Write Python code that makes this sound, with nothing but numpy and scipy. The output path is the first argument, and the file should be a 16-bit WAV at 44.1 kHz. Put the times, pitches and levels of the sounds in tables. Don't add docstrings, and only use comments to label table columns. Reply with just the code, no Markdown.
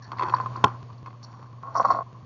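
import sys
import numpy as np
from scipy import signal
from scipy.fft import rfft, irfft
from scipy.io import wavfile
from scipy.ndimage import uniform_filter1d

SR = 44100
rng = np.random.default_rng(int(sys.argv[2]) if len(sys.argv) > 2 else 0)


def magnitude_from_level(level_db):
    exponent = np.asarray(level_db, float) / 20
    return 10 ** exponent


def to_wav(s):
    ch = np.atleast_2d(s).T
    pcm = np.round(np.clip(ch, -1, 1) * 32767)
    wavfile.write(sys.argv[1], SR, pcm.astype(np.int16))


N = 99225
N_LOST = 22050

# start in seconds, lost sound in ms.
DROPOUTS = [(.0795, 22.8), (.1795, 23.7), (.2795, 21.5), (.6390, 23.4), (.8295, 21.5), (.9295, 23.2),
            (1.0295, 20), (1.1295, 23.2), (1.2295, 23.7), (1.3295, 23.2), (1.4295, 18), (1.5295, 23.8),
            (1.6295, 19.9), (1.7295, 18.2), (1.8295, 20.1), (1.9295, 21.4), (2.0295, 18.4), (2.1295, 20),
            (2.2295, 20.3)]


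def kept_samples():
    start_s, lost_ms = np.array(DROPOUTS).T
    skip = np.zeros(N)
    skip[(start_s * SR).astype(int)] = np.round(lost_ms * SR / 1000)
    return np.arange(N) + np.cumsum(skip).astype(int)


def curve(table, col):
    table = np.array(table)
    return np.interp(np.arange(N) / SR, table[:, 0], table[:, col])


def ring(push, modes, low_hz, high_hz):
    x = np.zeros(N + N_LOST)
    x[kept_samples()] = push
    x = signal.sosfilt(signal.butter(3, [low_hz, high_hz], "band", fs=SR, output="sos"), x)
    out = 0
    for hz, db, t60 in modes:
        radius = np.exp(-np.log(1000) / (t60 * SR))
        angle = 2 * np.pi * hz / SR
        resonator = [1, -2 * radius * np.cos(angle), radius ** 2]
        out = out + magnitude_from_level(db) * signal.lfilter([0, np.sin(angle)], resonator, x)
    return out


def taps(s, db, bounce):
    x, s = np.zeros(N), np.asarray(s)
    luck = rng.random((len(s), 2))
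    rebound_s = s + 0.00077 + 0.0056 * luck[:, 0]
    np.add.at(x, (s * SR).astype(int), -magnitude_from_level(db))
    np.add.at(x, (rebound_s * SR).astype(int), bounce * magnitude_from_level(db) * (2 * luck[:, 1] - 1))
    return x


def grains(rate, spread_db):
    u = rng.random((3, N))
    size = magnitude_from_level(-spread_db * np.log(1 - u[2]))
    x = (u[0] < rate / SR) * np.sign(u[1] - .5) * size
    return x / np.sqrt(uniform_filter1d(x ** 2, 2000) + 1e-9)


def flurry(s, db, length_s, rate):
    decay = np.exp(-1 / (length_s * SR))
    return signal.lfilter([1], [1, -decay], taps(s, db, bounce=0)) * grains(rate, 3.04)


def soft(push, contact_s):
    w = np.hanning(max(int(contact_s * SR), 1) + 2)
    return np.convolve(push, w / w.sum())[:N]


def microphone_case(x):
    ring_hz, width_hz, past_case_db = 1130, 330, -9
    swell = signal.lfilter(*signal.iirpeak(ring_hz, ring_hz / width_hz, fs=SR), x)
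    return swell + magnitude_from_level(past_case_db) * x


# frequency in Hz, level in dB per Hz.
HISS_SPECTRUM = [(18, -99), (30, -61.5), (123, 2), (174, -28.5), (679, -31.5), (1080, -36), (1330, -42.5),
                 (6840, -55), (7500, -72), (9750, -106), (16500, -120)]


def room():
    hum_hz, hum_start_turns, hum_db = 120, .49, 3
    hiss_db, case_db, case_hz, case_width_hz = -8.5, -12, 1070, 186
    n = N + N_LOST
    f = np.maximum(np.fft.rfftfreq(n, 1 / SR), 1)

    def noise(shape):
        x = irfft(rfft(rng.standard_normal(n)) * shape, n)
        return x / np.std(x)

    def peak(center_hz, width_hz):
        return 1 / np.sqrt(1 + (2 * (f - center_hz) / width_hz) ** 4)

    hz, db = np.array(HISS_SPECTRUM).T
    hiss = noise(magnitude_from_level(np.interp(np.log(f), np.log(hz), np.minimum(db, -14))))
    case = noise(peak(case_hz, case_width_hz)) * magnitude_from_level(3.6 * noise(peak(0, 30)))
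    hum = np.cos(2 * np.pi * (hum_hz * np.arange(n) / SR + hum_start_turns))
    tones = (magnitude_from_level(-14) * noise(peak(213, 90)) + magnitude_from_level(-34) * noise(peak(4450, 200))
             + magnitude_from_level(-21) * noise(peak(98, 26)))
    return magnitude_from_level(hum_db) * hum + magnitude_from_level(hiss_db) * hiss + magnitude_from_level(case_db) * case + tones


# time in seconds, level in dB.
GAIN_RIDE = [
    (0.0, -45.5),
    (0.17, -41.5),
    (0.52, -36),
    (1.0, -44),
    (1.39, -46),
    (2.25, -44.5),
]


def gain_control():
    return magnitude_from_level(curve(GAIN_RIDE, col=1))


# time in seconds, level in dB.
SQUEAK_LEVEL = [
    (.01, -75),
    (.022, -55),
    (.055, -54),
    (.08, -60),
    (.11, -120),
]
# frequency in Hz, level in dB, t60 in seconds.
SQUEAK_NOTES = [(1733, 0, 0.055), (1740, -0.5, .02)]


def squeak():
    return ring(magnitude_from_level(curve(SQUEAK_LEVEL, col=1) - 22.5) * grains(1700, 1.2), SQUEAK_NOTES, 1400, 2300)


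# time in seconds, level in dB, bead share in dB.
HANDLING = [(0, -50.5, -16), (.2, -31.5, -49), (.25, -24, -39.5), (.37, -29, -31.5), (.5, -41.5, -33),
            (.655, -34.5, -42.5), (.68, -29.5, -40), (.8, -48.5, -41.5), (1.2, -48, -27), (1.24, -44, -20),
            (1.45, -44, -26), (1.6, -51, -25), (1.635, -36.5, -41), (1.74, -35, -34), (1.755, -25, -33.5),
            (1.94, -21, -34.5), (2.015, -29.5, -49), (2.04, -47, -38)]
# frequency in Hz, level in dB, t60 in seconds.
TUB_FLOOR = [(206, 0, 0.031), (280, 0.0015, 0.03)]


def rubbing():
    quiet_db = -47
    over_quiet = np.maximum(magnitude_from_level(curve(HANDLING, col=1)) ** 2 - magnitude_from_level(quiet_db) ** 2, 0)
    push = np.sqrt(over_quiet) * magnitude_from_level(-26)
    late = np.arange(N) > 1.5 * SR
    slips = push * grains(1800, 2)
    on_lid, on_tub = slips * ~late, slips * late
    glass = push * magnitude_from_level(curve(HANDLING, col=2) + 6.5) * grains(2500, 3.5)
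    rattle = push * late * magnitude_from_level(-30.5) * grains(2700, 3.5)
    return (ring(on_lid, LID_BODY, 600, 1900)
            + ring(on_lid * magnitude_from_level(-16), LID_LOW, 250, 730)
            + ring(on_lid * magnitude_from_level(-30), LID_EDGE, 1800, 6200)
            + ring(on_tub * magnitude_from_level(-2), TUB_WALL, 620, 1630)
            + ring(on_tub * magnitude_from_level(-11), TUB_CAVITY, 445, 1050)
            + ring(on_tub * magnitude_from_level(-17.5), TUB_FLOOR, 180, 480)
            + ring(glass, [*GLASS_LOW, *GLASS_HIGH], 3500, 9300)
            + ring(rattle, LID_EDGE, 1200, 6300))


# time in seconds, low ring in dB, high ring in dB.
BEAD_CHINKS = [(0.022, -41, -34.5), (0.042, -46, -45), (0.046, -52.5, -52), (0.064, -50.5, -56),
               (.072, -55, -59), (0.116, -54, -68), (.1715, -43, -51), (0.193, -41.5, -48),
               (0.2254, -37.5, -47), (.243, -49, -56), (0.284, -46, -44.5), (.298, -42, -54),
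               (0.3409, -30, -45), (0.366, -40.5, -52), (.41, -43.5, -54), (0.467, -58.5, -65),
               (0.5629, -40.5, -51), (.647, -36, -48), (0.93, -46.5, -59), (0.978, -53, -52),
               (1.2281, -38, -33.5), (1.2383, -40, -35), (1.2444, -54, -44), (1.317, -56, -53),
               (1.741, -55, -48), (1.753, -41.5, -34.5), (1.761, -42, -31.5), (1.771, -46, -25),
               (1.78, -50, -29.5), (1.809, -45.5, -33.5), (1.8466, -37.5, -37.5), (1.854, -40, -38),
               (1.881, -41, -43), (1.904, -33, -33.5), (1.9118, -32, -37), (1.929, -50, -51.5),
               (1.95, -43, -46), (1.97, -45, -52), (1.99, -52, -63)]
# frequency in Hz, level in dB, t60 in seconds.
GLASS_LOW = [(4458, 0, 0.022), (4240, -8, 0.0094), (4650, -3.5, 0.0038)]
GLASS_HIGH = [(5380, -6.5, 0.0041), (5610, -1.5, 0.017), (6070, -12, 0.0054), (6760, -9, 0.013)]


def bead_chinks():
    s, low_db, high_db = np.array(BEAD_CHINKS).T
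    length_s = 0.0063
    return (ring(flurry(s, low_db - 24.5, length_s, 4400), GLASS_LOW, 3800, 5370)
            + ring(flurry(s, high_db - 25.5, length_s, 5700), GLASS_HIGH, 4800, 6370))


# time in seconds, level in dB, hollow part in dB.
BEAD_LANDINGS = [(1.633, -26, -22), (1.645, -39.5, -24), (1.672, -29, -20), (1.684, -34, -23),
                 (1.711, -42, -5), (1.7515, -17, -7), (1.7547, -13, -17), (1.763, -15, -14),
                 (1.7718, -15, -6), (1.7764, -24.5, -12), (1.783, -24.5, -13.5), (1.7969, -11, -5),
                 (1.8008, -11.5, -8), (1.811, -20.5, -5), (1.816, -20.5, -11), (1.8445, -16.5, -6),
                 (1.8481, -9, -9), (1.8533, -7.5, -10.5), (1.8596, -19, -11), (1.885, -19, -28),
                 (1.897, -25.5, -13), (1.9025, -8, -22.5), (1.9055, -11.5, -9), (1.912, -12, -17.5),
                 (1.92, -14.5, -14), (1.9466, -19.5, -6.5), (1.967, -28, -2.5), (1.987, -18.5, -7.5),
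                 (2.006, -23, -4)]
# frequency in Hz, level in dB, t60 in seconds.
TUB_WALL = [(1089, -6, 0.037), (1088.5, -7, 0.06), (1340, -15.5, 0.036), (1164, -8.5, 0.016),
            (1870, -18.5, 0.019)]
TUB_CAVITY = [(684.5, 4, 0.043), (751, -2.5, 0.034), (552, -11, 0.093), (303, -18, 0.032)]


def bead_tumble():
    s, db, hollow_db = np.array(BEAD_LANDINGS).T

    def thud(level_db):
        push = taps(s, level_db - 3, bounce=0.15) + flurry(s, level_db - 36, 0.0034, 2500)
        return soft(push, 0.00053)

    return (microphone_case(ring(thud(db + 2.5), TUB_WALL, 596, 2160))
            + ring(thud(db + hollow_db - 1), TUB_CAVITY, 450, 1000))


# time in seconds, peak in dB, bright part in dB, dull part in dB.
LID_KNOCKS = [(0.1177, -25, -17, -20), (0.121, -37, -31.5, -19), (0.13, -28, -30, -11),
              (0.171, -47, -11, -12), (0.184, -31, -10.5, -11), (0.194, -23, -13.5, -11),
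              (0.209, -20, -20, -10.5), (0.222, -16, -20.5, -14.5), (0.232, -22, -15, -5.5),
              (0.238, -23.5, -36, -17), (0.254, -30.5, -25, -7), (0.265, -32.5, -17, -13),
              (0.284, -25.5, -15.5, -7.5), (0.296, -25.5, -14, -11), (0.3375, -8, -35, -31),
              (0.35, -31, -27, -24), (0.364, -22, -22, -21), (0.383, -26, -20, -28), (0.4, -14.5, -35, -24),
              (0.436, -32, -28, -23), (0.459, -18.5, -27.5, -25), (0.558, -26, -27, -16),
              (0.572, -25.5, -27, -11), (0.669, -20, -38, -11), (0.685, -26.5, -36, -18.5),
              (0.901, -43, -19, -15), (1.06, -31.5, -13.5, -12), (1.07, -34, -20, -14),
              (1.079, -37, -21, -5), (1.103, -36.5, -17.5, -12), (1.336, -42.5, -24, -12),
              (1.393, -37.5, -23.5, -10.5), (1.426, -41.5, -19, -13)]
# frequency in Hz, level in dB, t60 in seconds.
LID_BODY = [(1038, -0.5, 0.036), (1153, -5.5, 0.016), (1327, -11, 0.016), (1476, -18.5, 0.024),
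            (1820, -28, 0.012)]
LID_LOW = [(367, -2.5, 0.046), (502, 0, 0.026), (770, 1, 0.073)]
LID_EDGE = [(2140, 1.5, 0.0089), (2580, -2.5, .012), (3310, 1.5, 0.0039), (4327, -6.5, 0.016),
            (5600, -27, 0.0086)]


def lid_knocks():
    s, db, bright_db, dull_db = np.array(LID_KNOCKS).T

    def knock(level_db):
        push = taps(s, level_db, bounce=0.18) + flurry(s, level_db - 22, 0.0058, 1800)
        return soft(push, 0.00031)

    return (microphone_case(ring(knock(db - 2.5), LID_BODY, 593, 2000))
            + ring(knock(db + dull_db - 3.5), LID_LOW, 230, 670)
            + ring(flurry(s, db + bright_db - 16, 0.0041, 4000), LID_EDGE, 1400, 7000))


# time in seconds, level in dB.
SNAP_BLOWS = [
    (0.6397, -13.5),
    (.6409, -3.5),
    (0.6429, -6),
]
SNAP_REBOUNDS = [
    (0.6497, -12),
    (.657, -15.5),
]
RIM_TICKS = [
    (0.6435, -10),
    (0.662, -40),
    (0.681, -38.5),
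    (0.7015, -53),
]
# frequency in Hz, level in dB, t60 in seconds.
SNAP_NOTES = [(119, -33, 0.21), (226.7, -6.5, 0.027), (400, -5.5, 0.015), (835, -7.5, 0.039),
              (1047, 0.5, 0.03), (1358, -14.5, 0.096), (1830, -30, 0.035), (2570, -27, 0.0066),
              (3400, -5, 0.0041), (4250, -29.5, 0.057)]
RIM_NOTES = [(3150, 0.5, 0.0061), (5380, -9, .006), (4270, -17.5, .006), (2720, -16, 0.014)]


def lid_snap():
    def blow(table):
        return taps(*np.array(table).T, bounce=0.022)

    hard = blow(SNAP_BLOWS)
    rebound = soft(blow(SNAP_REBOUNDS), 0.00037)
    s, db = np.array(RIM_TICKS).T
    rim = blow(RIM_TICKS) + flurry(s, db - 16.5, 0.00047, 7800)
    return (ring(hard, SNAP_NOTES, 110, 3500)
            + ring(rebound, SNAP_NOTES, 120, 1400)
            + ring(rim, RIM_NOTES, 2200, 6500))


def scene():
    kept = kept_samples()
    handling = lid_knocks() + lid_snap() + bead_tumble() + bead_chinks() + rubbing() + squeak()
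    return (handling[kept] + room()[kept] * gain_control())[None]


def low_pass(x):
    return signal.sosfilt(signal.butter(12, 8960, fs=SR, output="sos"), x)


def record(dry):
    clip = .53
    bass_cut = signal.butter(3, 66, "high", fs=SR, output="sos")
    top_cut = signal.ellip(6, .5, 36, 7100, fs=SR, output="sos")
    rounding = signal.butter(9, 7420, fs=SR, output="sos")
    x = signal.sosfilt(top_cut, signal.sosfilt(bass_cut, dry))
    x = signal.sosfilt(rounding, np.clip(x, -clip, clip))
    return low_pass(x)


dry = scene()
out = record(dry)
to_wav(out)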